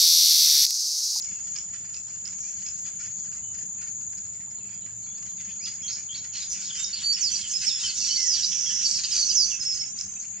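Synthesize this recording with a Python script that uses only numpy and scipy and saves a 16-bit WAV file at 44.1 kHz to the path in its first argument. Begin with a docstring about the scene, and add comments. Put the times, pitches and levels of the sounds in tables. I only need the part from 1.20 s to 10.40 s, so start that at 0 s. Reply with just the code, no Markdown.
"""Harsh chatter comes from all round a weaver colony in lakeside reeds: noisy pulses through throat bands.
Near, on the right of the stereo microphone, a male adds chips, sliding clicks, whistles and slides, all
bending tones, and a wheeze of pulses and breath in a two-resonance throat. Crickets trill in the grass as
scraped resonances; far traffic hums in narrow wavering bands over rumble; the banks return a short tail."""
import sys
import numpy as np
from scipy import signal
from scipy.fft import rfft, irfft, next_fast_len
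from scipy.io import wavfile
from scipy.ndimage import uniform_filter1d, map_coordinates

SR = 44100
rng = np.random.default_rng(int(sys.argv[2]) if len(sys.argv) > 2 else 0)


def int16_out(signal):
    """Quantize to a 16-bit WAV file."""
    q = np.round(np.clip(np.atleast_2d(signal).T, -1, 1) * 32767)
    wavfile.write(sys.argv[1], SR, q.astype(np.int16))


N = 405719
TIME = np.arange(N) / SR  # seconds

# The near male's slides. Each row: start in seconds, length in seconds, start pitch in Hz, end pitch in Hz,
# level in dB.
SLIDE_NOTES = [(3.365, 0.04, 4600, 3930, -56), (3.391, .04, 3010, 2530, -60),
               (4.174, 0.044, 2900, 2170, -58), (4.172, 0.026, 2300, 1920, -65),
               (4.1, 0.033, 3880, 2980, -60), (3.645, .03, 3600, 2710, -60), (1.955, 0.1, 3710, 3240, -66),
               (4.182, 0.04, 3750, 3350, -53), (4.305, .016, 2710, 3570, -47.5),
               (4.28, .035, 3590, 2970, -56), (4.27, 0.032, 2300, 2050, -58),
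               (4.165, 0.065, 5030, 4550, -56), (4.287, .045, 4900, 4480, -52),
               (4.393, 0.11, 1936, 2980, -49.5), (4.456, 0.0073, 5220, 4090, -30),
               (4.458, 0.02, 3190, 3500, -42), (4.677, 0.02, 4270, 4610, -34),
               (4.277, 0.041, 2910, 2400, -52), (4.385, 0.064, 4050, 5830, -47),
               (4.61, .022, 2320, 2570, -52), (4.614, 0.053, 4830, 6300, -43),
               (4.946, 0.026, 4280, 4540, -31.5), (5.136, 0.055, 4180, 4270, -40.5),
               (5.497, 0.016, 3630, 3170, -33), (5.728, 0.0306, 4320, 4930, -26),
               (5.413, .092, 4080, 4840, -43), (5.562, .016, 4570, 5900, -31.5),
               (5.623, 0.037, 7200, 5200, -29), (5.643, 0.0055, 4080, 5550, -23.5),
               (5.924, 0.01, 7440, 5200, -25.5), (6.001, .1, 7440, 4380, -21.5),
               (6.153, 0.026, 4410, 4900, -26), (6.298, 0.028, 5350, 5330, -33),
               (6.463, 0.0634, 1990, 2790, -46.5), (6.489, 0.0074, 5410, 4200, -23),
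               (6.484, 0.046, 4300, 3400, -33), (6.8, 0.014, 5970, 4110, -30),
               (6.814, 0.023, 4290, 4470, -32), (6.84, 0.035, 4210, 4770, -28),
               (6.874, 0.021, 4370, 4120, -29.5), (6.981, .05, 6320, 4540, -32),
               (6.999, 0.05, 9180, 7700, -52), (7.057, 0.11, 7700, 4535, -22),
               (7.229, 0.0103, 3860, 5070, -23), (7.166, 0.05, 3790, 2816, -37.5),
               (7.71, 0.0086, 6870, 4490, -18), (7.739, 0.012, 5480, 4220, -24),
               (7.77, .009, 6950, 4190, -23), (7.915, 0.027, 5600, 4520, -22.5),
               (7.979, 0.073, 4780, 4426, -21.5), (8.086, 0.041, 5490, 4550, -21.5),
               (8.138, .122, 7520, 4470, -18), (8.3, 0.033, 3830, 2840, -43),
               (8.307, 0.053, 2974, 2572, -37.5), (8.397, .035, 5410, 5120, -27),
               (8.959, 0.02, 2440, 2730, -51.5), (9.039, 0.0216, 2110, 3010, -51)]
# His whistles, held and then bent. 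Each row: start in seconds, length in seconds, held pitch in Hz,
# end pitch in Hz, level in dB.
HELD_NOTES = [(0.126, 0.073, 2820, 2520, -56), (0.901, 0.076, 2830, 2750, -61),
              (1.225, 0.074, 2370, 2680, -55), (1.638, 0.055, 3410, 3130, -57),
              (2.216, 0.11, 3004, 2950, -58.5), (3.266, .03, 886, 870, -59), (3.46, .04, 2640, 2530, -60),
              (3.49, 0.12, 3300, 3200, -63), (3.522, 0.031, 4930, 4760, -50),
              (3.517, 0.034, 2500, 2280, -55), (3.613, 0.041, 4020, 3880, -55),
              (3.62, 0.034, 3030, 3090, -60), (3.828, 0.036, 4280, 4230, -50),
              (3.864, 0.12, 3435, 3540, -59), (3.951, .03, 4550, 4500, -52),
              (4.077, 0.024, 4050, 3950, -53), (4.423, .04, 4860, 5310, -33),
              (4.496, 0.082, 5000, 4950, -49), (4.702, 0.05, 5500, 5300, -37),
              (4.47, 0.023, 4820, 4500, -36), (4.41, 0.074, 5890, 5850, -44),
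              (4.624, 0.068, 3290, 3096, -40.5), (4.654, 0.067, 6370, 6720, -30.5),
              (4.692, 0.024, 4180, 3840, -40), (4.885, 0.0575, 3184, 3430, -37.5),
              (4.952, 0.02, 2340, 2230, -46.5), (4.964, 0.041, 4000, 3960, -41),
              (4.968, .035, 5500, 5450, -44), (5.205, 0.028, 3975, 4040, -36.5),
              (5.499, 0.141, 3175, 2910, -43), (5.576, 0.12, 3670, 3820, -38.5),
              (5.588, 0.061, 7380, 6860, -33.5), (5.679, 0.056, 3870, 3850, -54),
              (5.753, 0.033, 4320, 4230, -30.5), (5.829, 0.115, 4590, 4566, -21),
              (5.932, 0.031, 5570, 4900, -24), (5.961, 0.024, 2950, 2360, -43),
              (6.11, 0.051, 6180, 5300, -25.5), (6.222, 0.052, 3240, 2760, -36),
              (6.334, 0.048, 5260, 5210, -22.5), (6.402, 0.028, 5230, 4820, -29),
              (6.434, 0.038, 5260, 5180, -30), (6.463, 0.0346, 5470, 5190, -18.5),
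              (6.499, 0.047, 5220, 5370, -27), (6.538, 0.056, 5440, 4970, -29),
              (6.63, 0.047, 3180, 2830, -29.5), (6.641, 0.045, 5490, 4960, -30),
              (6.649, 0.027, 9100, 9200, -51), (6.68, 0.033, 4610, 3790, -27.5),
              (6.777, 0.062, 3570, 3470, -48), (6.811, 0.045, 2810, 2170, -43.5),
              (6.893, 0.056, 3010, 3150, -33), (6.897, 0.074, 4557, 4533, -26),
              (6.959, 0.016, 4590, 4420, -18.5), (6.962, 0.13, 2118, 1810, -43.5),
              (6.985, 0.035, 4490, 4460, -41), (7.038, 0.062, 5350, 5430, -34),
              (7.235, 0.02, 3990, 4270, -28.5), (7.236, 0.02, 5040, 4510, -21.5),
              (7.453, 0.076, 3317, 2870, -36.5), (7.526, 0.029, 3230, 3170, -53),
              (7.64, 0.036, 5530, 5670, -24), (7.651, 0.033, 4706, 4450, -19.5),
              (7.722, 0.055, 5600, 5430, -28), (8.107, 0.03, 3056, 2490, -38.5),
              (8.445, 0.1, 5430, 4990, -24.5), (8.55, 0.033, 5320, 4400, -30),
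              (8.588, 0.062, 5390, 5420, -27.5)]
# Where a note stands: higher ones lie further right. Each row: pitch in Hz, left over right in dB.
NOTE_PAN = [(2500, -0.5), (4000, -1), (5500, -7)]
# Double chips. Each row: start in seconds, chip level in dB, snap level in dB.
DOUBLE_CHIPS = [(0.023, -26, -23), (0.3634, -26, -21.5), (0.7435, -26.5, -25.5), (1.0544, -26.5, -24.5),
                (1.4641, -29.5, -22.5), (8.7881, -23, -14.5)]
# Sliding clicks, single or in rattled trills. Each row: start in seconds, length in seconds,
# clicks per second, pitch in Hz, fall of one click in natural-log pitch (negative rises), level in dB.
SLIDING_CLICKS = [(4.448, .04, 200, 2690, 0.23, -47), (4.678, .006, 75, 3070, 1, -25),
                  (4.686, .035, 186, 2350, -0.39, -40.5), (4.942, 0.0051, 80, 3300, 1.1, -23),
                  (4.458, .005, 84, 3640, 0.51, -28), (4.95, .022, 218, 2200, -.3, -46),
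                  (7.605, .065, 180, 2870, -0.29, -38), (4.697, 0.07, 194, 4970, 0.4, -27.5),
                  (4.47, .04, 220, 4780, .3, -33), (5.21, .034, 230, 4960, -.15, -27),
                  (5.215, .03, 233, 3990, -.1, -30.5), (5.2, .04, 205, 2600, -0.54, -40.5),
                  (7.376, .02, 170, 4770, 0.019, -31), (5.12, .09, 150, 2910, .5, -38.5),
                  (5.133, .056, 128, 4250, .12, -29.5), (5.186, .03, 210, 4180, .3, -34),
                  (4.68, .03, 240, 4500, -.2, -28.5), (5.291, 0.064, 212, 6070, -0.22, -19),
                  (5.325, 0.057, 166, 2680, -0.55, -39.5), (5.398, 0.095, 137, 5340, -0.43, -29.5),
                  (5.647, 0.046, 220, 5290, 0.23, -27), (5.752, 0.097, 120, 3590, -0.67, -31.5),
                  (6.266, .04, 217, 6640, 0.18, -24.5), (6.295, .045, 220, 6240, 0.18, -18),
                  (6.696, .06, 170, 4400, .2, -36), (7.134, 0.067, 152, 4230, 0.34, -21.5),
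                  (7.309, .03, 98, 2890, 0.66, -29), (7.7, 0.022, 185, 4450, 0.0032, -27),
                  (7.79, 0.025, 170, 4570, .2, -22), (7.833, 0.03, 285, 4900, -0.35, -17),
                  (7.835, 0.045, 190, 2970, 0.0092, -32.5), (7.931, 0.068, 89, 4825, -0.29, -17.5)]
# The male's wheezes. Each row: start in seconds, end in seconds, throat centre in Hz, level in dB.
WHEEZES = [(1.167, 1.356, 5940, -42.5), (6.742, 7.705, 5748, -25.5), (7.913, 8.392, 6004, -25.5)]
# Harsh "chek" calls of the nearer birds. Each row: start in seconds, length in seconds before smearing,
# low-band level in dB before shaping.
CHEK_CALLS = [(0.11, 0.025, -59), (0.194, 0.024, -62), (0.27, 0.025, -60.5), (0.353, 0.066, -54),
              (0.532, 0.055, -55), (0.646, 0.033, -58), (0.693, 0.019, -60), (0.73, 0.098, -61.5),
              (0.864, 0.091, -63), (1.043, 0.083, -59.5), (1.12, 0.04, -57), (1.183, 0.014, -55.5),
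              (1.367, 0.051, -62), (1.42, 0.021, -59), (1.454, 0.081, -56), (1.657, 0.059, -57),
              (1.792, 0.05, -56.5), (1.834, 0.068, -54.5), (1.905, .03, -63.5), (2.04, 0.056, -56.5),
              (2.11, 0.11, -59.5), (2.163, 0.03, -69.5), (2.336, 0.053, -56), (2.38, 0.027, -55),
              (2.406, .05, -60.5), (2.578, 0.047, -61), (2.608, 0.061, -53.5), (2.808, 0.023, -62),
              (2.666, 0.038, -56.5), (2.927, 0.022, -58), (2.974, 0.029, -57), (3.039, 0.053, -62.5),
              (3.126, 0.068, -62.5), (3.203, 0.041, -63), (3.434, 0.17, -63), (3.306, 0.03, -64),
              (3.66, 0.03, -61), (3.703, .018, -67), (3.864, 0.03, -60.5), (3.974, 0.026, -58),
              (4.026, 0.015, -55.5), (4.059, 0.026, -56.5), (4.199, 0.031, -54), (4.252, 0.011, -55.5),
              (4.255, 0.1, -67), (4.465, 0.045, -51.5), (4.52, .035, -59.5), (4.683, 0.05, -57),
              (4.75, 0.082, -58), (4.947, 0.06, -59), (5.039, 0.047, -60), (5.122, 0.15, -59),
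              (5.352, 0.17, -64), (5.545, 0.099, -55.5), (5.778, 0.08, -61.5), (5.929, 0.019, -59),
              (5.971, 0.13, -56), (6.082, 0.15, -63.5), (6.411, 0.14, -56), (6.596, 0.19, -59.5),
              (6.861, 0.067, -59.5), (7.16, 0.091, -59.5), (7.307, 0.029, -65), (7.485, 0.061, -54.5),
              (7.61, 0.065, -60), (7.776, 0.051, -54), (7.835, 0.016, -53.5), (7.941, 0.078, -65),
              (8.256, 0.042, -60), (8.42, 0.051, -58), (8.516, 0.11, -58), (8.605, 0.033, -59),
              (8.68, 0.025, -66.5), (8.757, 0.12, -64), (8.933, .024, -67), (8.998, 0.07, -64)]
# Shrillness of the cheks, growing as the song builds and dropping at the end. Each row: time in seconds,
# high band over low band in dB.
CHEK_SHRILLNESS = [(0, 7.5), (2, 8.5), (3, 7.5), (4.2, 8), (4.9, 14), (6.2, 19), (8.8, 19.5), (9.2, 7)]
# The colony's blurred babble. Each row: time in seconds, low-band level in dB, high-band level in dB.
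BABBLE_LEVELS = [(0.0, -66, -52), (0.87, -72.5, -62.5), (1.61, -68, -56), (2.43, -81.5, -76),
                 (3.61, -74.5, -70), (4.9, -70, -56.5), (5.1, -68.5, -68), (5.16, -66, -49),
                 (6.02, -61.5, -45), (6.2, -58, -39.5), (6.35, -61, -46), (6.48, -61, -42),
                 (7.15, -60, -40), (7.48, -61.5, -57.5), (7.76, -60, -29), (7.825, -62.5, -55),
                 (7.85, -60.5, -38), (8.0, -60, -33), (8.3, -63, -57.5), (8.87, -68.5, -68),
                 (9.2, -69, -58.5)]
# Lower throat band of the chatter. Each row: frequency in Hz, response in dB.
LOW_THROAT_BAND = [(700, -26), (1100, -1), (1500, 7.5), (2100, 10.5), (2700, 8), (3200, 1.5), (4000, -29.5)]
# Upper throat band of the chatter. Each row: frequency in Hz, response in dB.
HIGH_THROAT_BAND = [(3300, -33), (4000, -5), (4600, 5.5), (5500, 5), (6500, 7.5), (7600, 0.5),
                    (9000, -14.5), (10500, -37.5), (15000, -70.5)]
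# Extra band of excited calls. Each row: frequency in Hz, response in dB.
OPEN_BEAK_BAND = [(1800, -38.5), (2400, -3), (3000, 4.5), (3500, 4), (4200, -34)]
# Treble of the male's song and the colony's slides after air and reeds. Each row: frequency in Hz,
# response in dB.
REED_RESPONSE = [(6800, -3.5), (8500, 3.5), (11000, -8.5), (15000, -22)]
# Bouts of near crickets. Each row: start in seconds, end in seconds, steady pitch in Hz, level in dB,
# left over right in dB.
CRICKET_BOUTS = [(0, 0.395, 6630, -38.5, 5), (1.115, 3.07, 6690, -40.5, 6), (3.785, 5.702, 6665, -41, 1),
                 (6.357, 8.352, 6510, -40.5, -1), (8.981, 9.187, 6610, -41, 8.5),
                 (1.161, 3.032, 6445, -57, 27.5), (3.738, 5.698, 6530, -57, 29),
                 (7.266, 9.032, 6310, -38.5, -0.5)]
# The far cricket chorus. Each row: pitch in Hz, level within the chorus in dB.
FAR_CRICKETS = [(6800, 1.5), (6900, -7.5), (6980, 1.5), (7050, -2), (7130, -21), (7230, -4), (7320, -6.5)]
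# Spectrum of the far rumble. Each row: frequency in Hz, relative level in dB.
RUMBLE_SPECTRUM = [(25, -55), (33, -42), (40, -18), (58, 0.5), (106, -2.5), (211, -3), (291, -15),
                   (504, -18), (936, -18.5), (1820, -24), (3700, -23), (6000, -25), (7800, -54.5),
                   (13000, -120)]
# Wavering traffic hums. Each row: frequency in Hz, resonance width in Hz, level in dB.
TRAFFIC_HUMS = [(156, 9.2, -75), (188.6, 17, -60)]
# Swell and fade of the lowest hum. Each row: time in seconds, level in dB.
LOWEST_HUM_LEVEL = [(0, -68), (.84, -61), (3.61, -57), (6.43, -75), (9.2, -69.5)]
# How alike diffuse noise is at the two channels. Each row: frequency in Hz, left-right correlation.
CHANNEL_LIKENESS = [(60, 0.95), (240, 0.86), (480, 0.65), (1900, 0.9), (3800, 0.91), (7000, 0.05)]

NOTE_ATTACK, NOTE_RELEASE = 0.22, 0.29  # shares of a note
SETTLE_S, FADE_DB_PER_OCTAVE = 0.061, 3  # how soon a slide slows; falling notes fade, rising ones swell
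SCOOP, BEND_POWER = 0.021, 2.65  # starts this share flat; the higher the power, the later the bend
HUSH_DB, CROWD_DB = -72, -60  # low babble levels at which no bird, and every bird, adds a slide
SNAP_AFTER_S, CHIP_HZ, SNAP_HZ, CHIP_PAN_DB, SNAP_PAN_DB = 0.023, 5130, 5900, -8.5, -3.5
CLICK_DUTY, CLICK_SCATTER = 0.75, 0.1  # click length and timing scatter, in click periods
WHEEZE_PULSES_PER_S = 300  # on average
WHEEZE_WIDTH_HZ, WHEEZE_SPLIT_HZ = 374, 260  # two throat resonances, each this far from the centre
WHEEZE_ATTACK_S, WHEEZE_RELEASE_S = 0.051, 0.061
CHEK_SMEAR_S = 0.004  # added to the length of every call
CHEK_ATTACK_S, CHEK_RELEASE = 0.0051, 0.57  # shortest rise; share of a call spent dying away
WARM_UP_HZ, WARM_UP_S = 125.2, 0.22  # a cricket starts this flat and warms up over this time constant
CHORUS_DB, RUMBLE_DB, HISS_DB = -36, -57.5, -78
TOP_HZ = 15720  # band limit of the microphone channels


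def slide(u, length, start_hz, end_hz):
    """Pitch that moves fast at first and settles exponentially, more so in long notes."""
    k = 0.55 + length / SETTLE_S
    progress = (1 - np.exp(-k * u)) / (1 - np.exp(-k))
    return start_hz * (end_hz / start_hz) ** progress


def hold(u, length, held_hz, end_hz):
    """Pitch that scoops up, stays and bends away late."""
    scoop = 1 - SCOOP * (1 - u) ** 3
    return held_hz * scoop * (end_hz / held_hz) ** (u ** BEND_POWER)


def whistle(law, length, from_hz, to_hz, db, pan_db, hoarse):
    """One note with a weak octave; hoarseness smears it into a narrow band."""
    u = np.linspace(0, 1, round(length * SR))
    voice = tone(law(u, length, from_hz, to_hz))
    edges = np.sin(np.pi / 2 * np.clip(np.minimum(u / NOTE_ATTACK, (1 - u) / NOTE_RELEASE), 0, 1))
    rough = unit(1 + hoarse * flutter(len(u), width_hz=336))
    octave = amp(-33.5) * voice ** 2
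    sound = (voice * rough + octave).real * np.sqrt(2)
    swell_db = FADE_DB_PER_OCTAVE * np.log2(to_hz / from_hz) * (u - 0.5)
    return amp(db + swell_db) * edges * sound * sides(pan_db)


def near_notes():
    """The near bird's slides and whistles: short notes are hoarser, faint short ones most of all."""
    out = np.zeros((2, N))
    for law, rows in [(slide, SLIDE_NOTES), (hold, HELD_NOTES)]:
        for s, length, from_hz, to_hz, db in rows:
            faint = db < -45 and length < 0.06
            hoarse = min(0.12 + 0.014 / length + 0.7 * faint, 1.3)
            pan_db = along(NOTE_PAN, np.sqrt(from_hz * to_hz))
            add(out, s, whistle(law, length, from_hz, to_hz, db, pan_db, hoarse))
    return out


def click(hz, fall, length):
    """A very fast, roughened slide around hz that rises sooner than it dies."""
    u = np.linspace(0, 1, round(length * SR))
    glide = tone(hz * np.exp(fall * (0.5 - u)))
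    rough = 1 + 0.5 * flutter(len(u), width_hz=1230)
    return (glide * rough).real * np.sin(np.pi * u ** 0.75) ** 2


def chips():
    """The first chip of a pair is nearly level in pitch, the second a brief rising snap."""
    out = np.zeros((2, N))
    for s, chip_db, snap_db in DOUBLE_CHIPS:
        chip = amp(chip_db) * click(CHIP_HZ, fall=0.08, length=0.007)
        snap = amp(snap_db) * click(SNAP_HZ, fall=-0.4, length=0.005)
        add(out, s - 0.001, chip * sides(CHIP_PAN_DB))
        add(out, s - 0.001 + SNAP_AFTER_S, snap * sides(SNAP_PAN_DB))
    return out


def sliding_clicks():
    """Sliding clicks, single or in rattled trills, scattered in time and level; longer rows swell and fade."""
    out = np.zeros((2, N))
    for s, length, rate, hz, fall, db in SLIDING_CLICKS:
        for at in np.arange(0, length, 1 / rate):
            swell = np.sin(np.pi * (0.1 + 0.8 * at / length)) ** 1.3
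            size = amp(db + rng.normal(0, 1.8)) * swell
            when = s + at + rng.normal(0, CLICK_SCATTER / rate)
            add(out, when, size * click(hz, fall, CLICK_DUTY / rate) * sides(-2.0))
    return out


def wheeze():
    """Fast, unsteady pulses and breath noise ring the male's throat."""
    out = np.zeros(N)
    rate = WHEEZE_PULSES_PER_S * np.exp(0.04 * wobble(20) + 0.08 * wobble(250))
    pulses = pulse_train(rate) * amp(2.5 * wobble(280))
    for start, end, hz, db in WHEEZES:
        t = TIME[:round((end - start) * SR)]
        pair_hz = hz + WHEEZE_SPLIT_HZ * np.array([-1, 1])
        poles = np.exp((2j * np.pi * pair_hz - np.pi * WHEEZE_WIDTH_HZ) / SR)
        ring = unit(signal.lfilter([1], np.poly(poles), pulses[round(start * SR):][:len(t)]))
        breath = unit(sum(tone(np.full(len(t), f)) * flutter(len(t), WHEEZE_WIDTH_HZ) for f in pair_hz))
        edges = np.clip(np.minimum(t / WHEEZE_ATTACK_S, (t[-1] - t) / WHEEZE_RELEASE_S), 0, 1)
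        add(out, start, amp(db) * edges * (0.75 * ring + 0.65 * breath).real * np.sqrt(2))
    return out * sides(-7.0)


def colony_slides(count=900):
    """Brief hoarse slides from the rest of the colony, more and louder where the babble is loud."""
    out = np.zeros((2, N))
    at, low_db, high_db = np.transpose(BABBLE_LEVELS)
    for when, place, size, fall, loud, side, shy in rng.random((count, 7)):
        s, hz = when * N / SR, 1800 * 3.4 ** place
        if shy > np.interp(np.interp(s, at, low_db), [HUSH_DB, CROWD_DB], [0, 1]):
            continue
        db = np.interp(s, at, low_db if hz < 3700 else high_db) + 8 * loud - 5
        from_hz, to_hz = hz * np.exp([0.35 * (fall - 0.35), -0.15 * (fall - 0.35)])
        pan_db = along(NOTE_PAN, hz) + 6 * side - 3
        add(out, s, whistle(slide, 0.012 + 0.03 * size, from_hz, to_hz, db, pan_db, hoarse=0.6))
    return out


def throat_voice(pulses, throat):
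    """The syrinx claps shut in pulses, half lost in breath noise, both coloured by one throat band."""
    voiced = unit(filtered(pulses, lambda hz: amp(along(throat, hz))))
    return 0.65 * voiced + 0.75 * rush(throat)


def chatter():
    """Rough voiced calls in two throat bands: near ones stand out, the far ones blur into babble."""
    low_db, high_db = curves(BABBLE_LEVELS)
    low, high = amp(low_db + 3 * wobble(18)), amp(high_db + 3 * wobble(18))
    for s, length, db in CHEK_CALLS:
        t = TIME[:round((length + CHEK_SMEAR_S) * SR)]
        rise = t / (CHEK_ATTACK_S + 0.1 * length)
        fall = (t[-1] - t) / (CHEK_RELEASE * t[-1])
        shape = 0.85 * np.clip(np.minimum(rise, fall), 0, 1) ** 1.46
        shrill_db = np.interp(s, *np.transpose(CHEK_SHRILLNESS))
        add(low, s - 0.004, amp(db) * shape)
        add(high, s - 0.004, amp(db + shrill_db) * shape)
    rate = 400 * np.exp(0.2 * wobble(25) + 0.035 * wobble(200))  # claps per second
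    pulses = pulse_train(rate) * amp(1.2 * wobble(300))
    stutter = amp(1.3 * wobble(40) + 1.5 * wobble(140))  # the level rattles within the calls
    excited = amp(1.54 * (low_db + 65.0))  # a louder colony opens its beaks wider
    low, high = low * stutter, high * stutter
    lower = throat_voice(pulses, LOW_THROAT_BAND) + excited * throat_voice(pulses, OPEN_BEAK_BAND)
    upper = throat_voice(pulses, HIGH_THROAT_BAND)
    return patchy(low * lower * sides(-0.56) + high * upper * sides(-3.5), depth_db=4.0)


def banks(x, t60):
    """Reeds and banks scatter the calls into a short tail that differs from side to side, most in the treble."""
    t = np.arange(SR // 3) / SR
    decay = amp(-60 * t / t60) * (t > 0.004)  # nothing returns in the first 4 ms
    tail = rush([(20, 0), (20000, 0.011)])[:, :len(t)] * decay
    return signal.fftconvolve(x, tail / np.linalg.norm(tail[0]), axes=1)[:, :N]


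def stridulate(hz, rate, width_hz, depth):
    """Wing strokes: each scrapes a narrow resonance whose pitch sags through the stroke."""
    stroke = (rate * TIME[:len(hz)] + 0.18 * wobble(3)[:len(hz)] + rng.random()) % 1
    shape = 1 - depth + depth * np.sin(np.pi * np.clip(stroke / 1.04, 0, 1))
    # the grass scatters it apart between left and right
    rasp = 0.5 + np.array([flutter(len(hz), width_hz), flutter(len(hz), width_hz)])
    scrape = tone(hz * (1 - 0.011 * (stroke - 0.3))) * rasp
    return unit(scrape.real * shape)


def near_crickets():
    """Near crickets start and stop; those that start after the opening warm up in pitch."""
    out = np.zeros((2, N))
    for start, end, hz, db, pan_db in CRICKET_BOUTS:
        t = TIME[(TIME >= start) & (TIME < end)] - start
        pitch = hz - WARM_UP_HZ * (start > 0) * np.exp(-t / WARM_UP_S)
        fade = np.clip(np.minimum(t, t[-1] - t) / 0.018, 0, 1)
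        trill = stridulate(pitch, rate=26.2, width_hz=110, depth=0.6)
        add(out, start, amp(db) * fade * trill * sides(pan_db))
    return out


def far_crickets():
    """Far crickets scrape without a break at slightly different rates and merge."""
    chorus = np.zeros((2, N))
    for hz, own_db in FAR_CRICKETS:
        level = amp(own_db + 2.5 * wobble(0.77))
        rate = 26.4 + 0.399 * rng.normal()
        chorus += level * stridulate(hz + 25 * wobble(0.7), rate, width_hz=152, depth=0.53)
    return amp(CHORUS_DB) * unit(chorus) * sides(0.58)


def hum(hz, width_hz):
    """A tone wavering in level and phase, as narrow as its resonance."""
    return (tone(np.full(N, hz)) * flutter(N, width_hz)).real


def air():
    """Far rumble with wavering traffic hums, and the microphone's hiss."""
    rumble = amp(RUMBLE_DB) * patchy(rush(RUMBLE_SPECTRUM), depth_db=3.0)
    hums = sum(amp(db) * hum(hz, width_hz) for hz, width_hz, db in TRAFFIC_HUMS)
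    lowest = amp(curves(LOWEST_HUM_LEVEL)[0]) * hum(113.0, width_hz=11)
    hiss = rush([(9000, -15.0), (11500, -3.0), (13500, 2.0), (15700, -2.0)])  # (Hz, dB)
    return rumble + lowest + hums + amp(HISS_DB) * hiss


def amp(db):
    """Gain for a level in dB."""
    return 10 ** (np.asarray(db) / 20)


def unit(x):
    """x scaled to rms 1."""
    return x / np.sqrt(np.mean(np.abs(x) ** 2) + 1e-20)


def along(points, hz):
    """(Hz, value) points read on a log frequency axis."""
    f, v = np.transpose(points)
    return np.interp(np.log(hz + 1), np.log(f + 1), v)


def curves(rows):
    """One value per sample for each column after the time."""
    s, *cols = np.transpose(rows)
    return [np.interp(TIME, s, c) for c in cols]


def wobble(rate):
    """A smooth random curve, rate knots a second."""
    coarse = TIME[::32]
    knots = rng.standard_normal(int(N * rate / SR) + 4)
    return np.interp(TIME, coarse, map_coordinates(knots, [coarse * rate]))


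def tone(hz):
    """A complex oscillation that follows a pitch curve."""
    return np.exp(2j * np.pi * np.cumsum(hz) / SR)


def pulse_train(rate):
    """A single-sample pulse at each whole cycle of a varying rate."""
    return np.diff(np.floor(np.cumsum(rate) / SR), prepend=0)


def flutter(length, width_hz, share=0.92):
    """A complex envelope of rms 1: a share of the samples kick a resonance of this width."""
    kicks = (rng.standard_normal(length) + 1j * rng.standard_normal(length)) * (rng.random(length) < share)
    pole = np.exp(-np.pi * width_hz / SR)
    return unit(signal.lfilter([1], np.poly([pole, pole]), kicks))


def filtered(x, response):
    """x times a response of frequency."""
    m = next_fast_len(N + 8192)
    return irfft(rfft(x, m) * response(np.fft.rfftfreq(m, 1 / SR)), m)[..., :N]


def rush(spectrum):
    """Stereo noise of rms 1: shared mid and opposed side noise mixed to the channel likeness."""
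    def colour(hz):
        turn = np.arccos(np.clip(along(CHANNEL_LIKENESS, hz), -1, 1)) / 2
        return amp(along(spectrum, hz)) * [np.cos(turn), np.sin(turn)]
    mid, side = filtered(rng.standard_normal((2, N)), colour)
    return unit(np.array([mid + side, mid - side]))


def patchy(x, depth_db):
    """Random gain over small patches of time and pitch: no moment keeps one colour."""
    z = signal.stft(x, nperseg=512)[2]
    field = uniform_filter1d(rng.standard_normal(z.shape[1:]), size=3, axis=0)  # across pitch
    field = uniform_filter1d(field, size=5, axis=1)  # across time
    return signal.istft(z * amp(depth_db * unit(field)), nperseg=512)[1][:, :N]


def sides(db):
    """Left and right gains for a level difference; negative leans right."""
    return amp(np.array([db / 2, -db / 2])).reshape(2, -1)


def add(track, s, sound):
    """Mixes a sound in at a time in seconds."""
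    part = track[..., round(max(s, 0) * SR):][..., :sound.shape[-1]]
    part += sound[..., :part.shape[-1]]


def scene():
    """Birds with their tail off the banks, then crickets and the far background."""
    notes = near_notes() + colony_slides() + chips() + sliding_clicks() + wheeze()
    birds = filtered(notes, lambda hz: amp(along(REED_RESPONSE, hz))) + chatter()
    return birds + amp(-5) * banks(birds, t60=0.3) + near_crickets() + far_crickets() + air()


def record(dry):
    """Sound reaches the right microphone port a little first; nothing is kept above the band limit."""
    lag = np.array([[1], [-1]]) * 0.61 / SR  # seconds, left late and right early
    return filtered(dry, lambda hz: np.exp(-2j * np.pi * hz * lag) * (hz < TOP_HZ))


dry = scene()
out = record(dry)
int16_out(out)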